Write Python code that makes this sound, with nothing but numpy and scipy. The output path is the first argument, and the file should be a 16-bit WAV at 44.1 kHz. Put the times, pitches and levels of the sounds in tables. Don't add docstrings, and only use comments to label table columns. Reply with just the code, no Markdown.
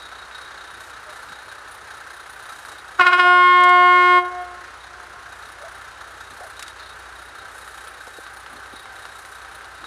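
import sys
import numpy as np
from scipy import signal
from scipy.fft import rfft, irfft
from scipy.io import wavfile
from scipy.ndimage import uniform_filter1d

SR = 44100
rng = np.random.default_rng(int(sys.argv[2]) if len(sys.argv) > 2 else 0)


def master(y):
    cut = np.clip(np.atleast_2d(y).T, -1, 1)
    pcm = np.round(cut * 32767)
    wavfile.write(sys.argv[1], SR, pcm.astype(np.int16))


N = 434826
TIME = np.arange(N) / SR

HORN_HZ, FLAT_HZ, JUMP_HZ = 358.5, 3, 10
HORN_ON_S, HORN_SETTLED_S, HORN_OFF_S = 2.985, 3.27, 4.185
FRESH_UNTIL_S, STEADY_FROM_S = 3.24, 3.48
FIRINGS_PER_ROUND = 12

# time_s, level_db, brassiness_share
HORN_CATCHES = [(2.997, -3, 0.1), (3.012, -3.5, 0.9), (3.068, -1, 0.95), (3.132, -2, 0.82),
                (3.197, -1.5, .74)]
# fresh_db, steady_db
HORN_HARMONICS = [(-26.5, -27), (-25.5, -26.5), (-15, -12.5), (-15, -21.5), (-29, -28.5), (-28, -21.5),
                  (-34.5, -42.5), (-33, -37), (-36.5, -33)]
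# frequency_hz, level_db
HORN_TREBLE = [(3590, -44), (4300, -50), (5400, -57), (5800, -63), (7200, -66), (8300, -63.5), (12500, -71),
               (13260, -76), (13620, -69.5), (14000, -80)]
# time_s, firing_rate_hz
FIRING_RATE = [(0.0, 61.2), (1.0, 61.65), (2.0, 61.63), (3.0, 61.64), (4.0, 61.14), (5.0, 61.54),
               (6.0, 61.12), (7.0, 61.11), (8.0, 61.11), (9.0, 60.84), (9.86, 60.95)]
# time_s, gain_db
EXHAUST_SWELL = [(0, -58.5), (1.4, -63.5), (2.8, -64.5), (4.4, -57.3), (9.86, -59.5)]
# firing_rate_multiple, relative_db
EXHAUST_ORDERS = [(0.25, -42), (0.5, -29), (0.75, -11.5), (1, 2), (1.25, -23), (1.5, -6), (1.75, -25),
                  (2, -21)]
SHAKE_BURSTS = [4.3, 5, 1, 4.3, 6.9, 4.9]
# frequency_hz, gain_db
CLATTER_COLOUR = [(250, -22.5), (500, -23), (800, 1.5), (1050, -4.5), (1300, 2.5), (1600, 2.5), (2100, -11),
                  (2900, -15.5), (4200, -13.5), (5400, -20), (8000, -23.5), (10000, -45), (11500, -50),
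                  (15000, -63)]
# centre_hz, width_hz, over_clatter_db
PANEL_MODES = [(1307, 43, 5), (1550, 52, 5.5), (1752, 35, 7.5), (4140, 120, 5), (5980, 110, 9),
               (6400, 60, 3), (6670, 73, 12.5)]
# centre_hz, width_hz, gain_db
CHIRP_MODES = [(3640, 25, -9.5), (3806, 44, 0.5), (4184, 44, -8.5)]
# time_s, level_db
CHIRP_LEVEL = [(0, -48), (.5, -49.5), (1.3, -53), (2.9, -54), (4.6, -61.5), (6.7, -52.5), (9.86, -55)]
# centre_hz, width_hz, gain_db
JINGLE_MODES = [(9270, 150, -1), (9720, 63, 1), (10000, 140, -6.5), (11960, 170, -9.5)]
# time_s, gain_db
TREBLE_SWELL = [(0, -1.5), (2.9, 0.5), (4.4, -5), (5.1, -4), (6, -1), (9.86, 0.5)]
# frequency_hz, gain_db
WHEEL_COLOUR = [(20, -43), (45, -14), (100, -8.5), (200, -19.5), (400, -7.5), (800, -6.5), (1400, 1),
                (1750, -3.5), (2300, -12), (4000, -17.5), (7000, -25.5), (10000, -26), (15000, -63)]
# firing_of_round, start_s, end_s, peak_db
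KNOCKING_PARTS = [(7.1, 0, 2.95, -30.5), (3.2, 7.5, 9.86, -26)]
# start_s, peak_db
STRAY_KNOCKS = [(1.32, -28), (6.787, -31), (7.78, -25.5), (9.609, -27)]
# frequency_hz, gain_db
KNOCK_COLOUR = [(300, -19), (800, -5), (1400, 7), (2100, -5.5), (4000, -11), (10000, -30.5), (15000, -58)]
# start_s, relative_peak_db
CLACKS = [(3.6047, -32), (3.6366, -19.5), (3.6925, -26), (6.5932, -27), (6.6252, -24), (6.68, -28.5)]
# frequency_hz, gain_db
CLACK_COLOUR = [(300, -15), (1400, 8), (2600, 3), (4000, 4), (6000, -1.5), (9500, -2), (12000, -12),
                (15500, -29)]
# time_s, gain_db
WHINE_SWELL = [(0, -73), (6.8, -57), (8.3, -50.5), (9.86, -49)]
# start_s, end_s, level_db
HISS_SPELLS = [(0.777, 0.925, -53), (1.08, 1.34, -57), (2.49, 2.775, -53.5), (5.258, 5.52, -59),
               (6.14, 6.724, -58.5), (7.49, 7.88, -54.5), (7.993, 8.27, -53.5), (8.904, 9.422, -56)]
# frequency_hz, gain_db
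HISS_COLOUR = [(2500, -14.5), (5000, -7), (8000, -2), (10000, -3), (12500, -9), (14000, -22), (15500, -41)]
# delay_s, gain_db, doppler_share
HORN_ECHOES = [(.00659, -16, .00358), (.05045, -10.6, .0014), (.08048, -12.6, -.00035),
               (.09528, -12.5, .00197), (.23973, -18, .00329), (.36, -26, .002)]
# frequency_hz, gain_db
ECHO_COLOUR = [(150, -24), (360, -7), (720, 8), (1080, -7.5), (2150, -11), (3200, -14), (6000, -28)]
# start_s, length_s, pitch_hz, rise_octaves, relative_db, roughness_share
BARKS = [(1.057, 0.072, 609, -0.025, -48, 0.04), (5.598, 0.1, 654, 0.31, -42.5, 0.55),
         (6.381, 0.096, 698, -0.21, -41.5, 0.83)]
# start_s, length_s, centre_hz, level_db
THUDS = [(1.27, .071, 170, -56.5), (2.997, .025, 130, -43.5), (3.595, 0.021, 200, -47.5),
         (3.645, 0.027, 200, -47), (3.801, .025, 200, -46), (3.868, .025, 200, -48),
         (4.09, 0.021, 200, -48), (6.29, 0.075, 145, -57), (8.068, .019, 480, -43.5),
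         (8.18, .017, 402, -40.5), (8.492, .13, 270, -52), (8.729, 0.018, 383, -43),
         (9.818, 0.036, 260, -52.5)]


def air_horn(catch_s=0.0038, slip_s=0.032, blat_s=0.01, release_s=.02, chaos=0.85, harmonics=41,
             weak_db=-15, brass_db=10, air_db=-44, gain_db=5, shimmer_db=3.5):
    catches = [np.exp(np.minimum((TIME - s) / catch_s, (s - TIME) / slip_s)) for s, _, _ in HORN_CATCHES]
    bursts = sum(undb(db) * catch for (_, db, _), catch in zip(HORN_CATCHES, catches))
    brassy = sum(share * catch for (_, _, share), catch in zip(HORN_CATCHES, catches))
    flapping = sum(np.exp(-((TIME - s + blat_s) / blat_s) ** 2) for s, _, _ in HORN_CATCHES)
    unsettled = 1 - np.clip((TIME - HORN_ON_S) / (HORN_SETTLED_S - HORN_ON_S), 0, 1) ** 2
    valve = np.clip((TIME - HORN_ON_S) / 0.012, 0, 1)
    valve *= np.exp(-np.maximum(TIME - HORN_OFF_S, 0) / release_s)
    swing = valve * np.hypot(undb(weak_db * unsettled), bursts)
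    pitch = HORN_HZ - FLAT_HZ * unsettled + JUMP_HZ * flapping
    jitter = (0.0047 * unsettled + 0.0006) * wander(500)
    phase = 2 * np.pi * np.cumsum(pitch * (1 + jitter)) / SR
    on = valve > 1e-4
    tone = np.zeros(N)
    fast, slow = wander(170), wander(5)
    for k in range(1, harmonics + 1):
        flutter, sputter, drift = (np.roll(w, rng.integers(N))[on] for w in (fast, fast, slow))
        if k <= len(HORN_HARMONICS):
            gain = undb(np.interp(TIME[on], [FRESH_UNTIL_S, STEADY_FROM_S], HORN_HARMONICS[k - 1]))
        else:
            gain = spectrum(HORN_TREBLE, k * HORN_HZ)
        gain = gain * undb(shimmer_db * drift * min((k / 14) ** 1.45, 1))
        lift = np.interp(k, [1, 4, 5, 9, 13, 24], [-0.4, 0.00045, 0.85, 0.75, 1.4, 0.42])
        edge = undb(brass_db * brassy[on] * lift + 2.3 * unsettled[on] * sputter)
        slip = chaos * flapping[on] * flutter * min(k / 4, 1)
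        tone[on] += np.sqrt(2) * gain * edge * np.cos(k * phase[on] + .35 * k ** 2 + slip)
    air = unit(colour(rng.standard_normal(N), KNOCK_COLOUR)) * undb(air_db) * (1 + 9 * flapping)
    return swing * (tone + air) * undb(gain_db)


def exhaust(firings, gain_db=2.0):
    tones = sum(undb(db + 1.2 * wander(6)) * np.sin(2 * np.pi * (order * firings + rng.random()))
                for order, db in EXHAUST_ORDERS)
    return tones * undb(curve(EXHAUST_SWELL) + gain_db)


def engine_shake(firings, first_burst=1.066, rise=0.11, fall=0.41, scatter_db=1.5, floor=0.17):
    turns = (firings - first_burst) / 2 + len(SHAKE_BURSTS)
    turn, phase = turns.astype(int), turns % 1
    uneven_db = scatter_db * rng.standard_normal(N // 100)[turn]
    strength = undb(np.take(SHAKE_BURSTS, turn, mode="wrap") + uneven_db)
    return unit(floor + strength * (1 - np.exp(-phase / rise)) * np.exp(-(phase / fall) ** 2 / 2))


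def panel_clatter(shake, start_db=-42.5, fade_db_per_s=0.28, sway_db=.5, grain_db=2.5):
    level_db = start_db - fade_db_per_s * TIME + sway_db * wander(3)
    impacts = rng.standard_normal(N) * undb(grain_db * np.minimum(rng.exponential(size=N), 5))
    return unit(colour(impacts * shake, CLATTER_COLOUR, PANEL_MODES)) * undb(level_db)


def loose_metal(shake, modes, level_db, patchy_db=3):
    contacts = rng.standard_normal(N) * shake * undb(patchy_db * wander(22))
    return unit(ring(contacts, modes)) * undb(level_db)


def wheels(level_db=-42):
    return unit(colour(rng.standard_normal(N), WHEEL_COLOUR)) * undb(level_db + 0.42 * wander(13))


def gear_knocks(firings, scatter_db=1.4):
    strikes = []
    for firing, start, end, db in KNOCKING_PARTS:
        times = np.interp(np.arange(firing, firings[-1], FIRINGS_PER_ROUND), firings, TIME)
        peaks = db + scatter_db * rng.standard_normal(N // 1000)
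        strikes += [(s, peak) for s, peak in zip(times, peaks) if start < s < end]
    return strikes


def blows(strikes, tone, t60_s, gain_db=0):
    out, t = np.zeros(N), TIME[:SR // 10]
    for s, peak_db in strikes:
        crunch = rng.standard_normal(len(t)) * np.exp(-np.log(1000) * t / t60_s)
        add(out, s, crunch * undb(peak_db))
    out = colour(out, tone)
    peak_ratios = [np.abs(out[int(s * SR):][:SR // 50]).max() / undb(db) for s, db in strikes]
    return out * undb(gain_db) / np.mean(peak_ratios)


def gear_whine(pitch_hz=780, waver=0.0069, fundamental_db=-5):
    phase = 2 * np.pi * np.cumsum(pitch_hz * (1 + waver * wander(60))) / SR
    tone = undb(fundamental_db) * np.sin(phase) + np.sin(2 * phase)
    return tone * undb(curve(WHINE_SWELL) + 2 * wander(11))


def hiss(shake, steady_db, ramp_s=0.028):
    spells = sum(undb(db) * np.clip(np.minimum(TIME - start, end - TIME) / ramp_s, 0, 1)
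                 for start, end, db in HISS_SPELLS)
    pulsing = rng.standard_normal(N) * (shake + 1)
    return unit(colour(pulsing, HISS_COLOUR)) * np.hypot(spells, undb(steady_db))


def village_echo(horn, t60_s=3.4, tail_db=-24, onset_s=0.11):
    dull = irfft(rfft(horn) * spectrum(ECHO_COLOUR, np.fft.rfftfreq(N, 1 / SR)), N)
    echoes = sum(undb(db) * np.interp(TIME - delay + doppler * (TIME - HORN_OFF_S), TIME, dull)
                 for delay, db, doppler in HORN_ECHOES)
    t = TIME[:2 * SR]
    envelope = (1 - np.exp(-t / onset_s)) * np.exp(-np.log(1000) * t / t60_s)
    tail = 0
    for _ in range(3):
        paths = rng.standard_normal(len(t)) * envelope
        tail += signal.oaconvolve(dull, paths / np.linalg.norm(paths))[:N] * wander(8) / np.sqrt(3)
    return echoes + undb(tail_db) * tail


def far_dog(rasp_depth=.16, octave_db=-7):
    out, rasp = np.zeros(N), wander(260)
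    for s, length, hz, octaves, db, rough in BARKS:
        progress = np.linspace(0, 1, int(length * SR))
        glide = hz * 2 ** (octaves * (progress - .5))
        pitch = glide * (1 + rasp_depth * rough * rasp[int(s * SR):][:len(progress)])
        phase = 2 * np.pi * np.cumsum(pitch) / SR
        voice = np.sin(phase) + undb(octave_db) * np.sin(2 * phase)
        add(out, s, undb(db) * 2 * np.sin(np.pi * progress) * voice)
    return out


def thuds():
    out = np.zeros(N)
    for s, length, hz, db in THUDS:
        body = [(hz, hz, 0)]
        thud = ring(ring(rng.standard_normal(SR // 2), body), body)[-int(length * SR):]
        add(out, s, unit(thud * np.hanning(len(thud))) * undb(db))
    return out


def undb(db):
    return 10 ** (np.asarray(db) / 20)


def unit(x):
    return x / np.sqrt(np.mean(x ** 2))


def curve(rows):
    return np.interp(TIME, *np.transpose(rows))


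def spectrum(points, hz):
    corners_hz, db = np.transpose(points)
    return undb(np.interp(np.log(hz + 1), np.log(corners_hz), db))


def colour(x, points, modes=(), taps=2048):
    hz = np.fft.rfftfreq(2 * N, 1 / SR)[::2]
    power = 1 + sum(undb(db) ** 2 / (1 + (2 * (hz - f) / width) ** 2) for f, width, db in modes)
    cepstrum = irfft(np.log(spectrum(points, hz) * np.sqrt(power)))
    folded = np.r_[cepstrum[0], 2 * cepstrum[1:taps]]
    impulse = irfft(np.exp(rfft(folded, 2 * taps)))[:taps]
    return signal.oaconvolve(x, impulse)[:len(x)]


def ring(x, modes):
    return sum(undb(db) * signal.lfilter(*signal.iirpeak(hz, hz / width, fs=SR), x)
               for hz, width, db in modes)


def wander(rate_hz):
    step = max(int(SR / rate_hz), 1)
    held = np.repeat(rng.standard_normal(N // step + 1), step)
    return unit(uniform_filter1d(uniform_filter1d(held, step), step)[:N])


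def add(out, start_s, sound):
    i = int(start_s * SR)
    out[i:i + len(sound)] += sound[:N - i]


def scene():
    firings = np.cumsum(curve(FIRING_RATE)) / SR
    treble_db = curve(TREBLE_SWELL)
    horn = air_horn()
    knocks = blows(gear_knocks(firings) + STRAY_KNOCKS, KNOCK_COLOUR, t60_s=0.016)
    clacks = blows(CLACKS, CLACK_COLOUR, t60_s=0.043, gain_db=3.5)
    drone = exhaust(firings)
    shake = engine_shake(firings)
    clatter = panel_clatter(shake)
    chirp = loose_metal(shake, CHIRP_MODES, level_db=curve(CHIRP_LEVEL))
    jingle = loose_metal(shake, JINGLE_MODES, level_db=treble_db - 58)
    train = drone + clatter + chirp + jingle + wheels() + knocks + clacks
    train += hiss(shake, steady_db=treble_db - 61) + gear_whine()
    return (horn + train + thuds() + far_dog() + village_echo(horn))[None]


def record(dry, threshold_db=-22, ratio=1.396, follow_s=0.024, ceiling=.92, top_hz=15300):
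    keep = np.exp(-1 / (follow_s * SR))
    power = signal.lfilter([1 - keep], [1, -keep], dry ** 2)
    gain = (1 + power / undb(threshold_db) ** 2) ** ((1 / ratio - 1) / 2)
    lowpass = signal.ellip(8, .2, 70, top_hz, fs=SR, output="sos")
    return signal.sosfilt(lowpass, np.clip(dry * gain, -ceiling, ceiling))


dry = scene()
out = record(dry)
master(out)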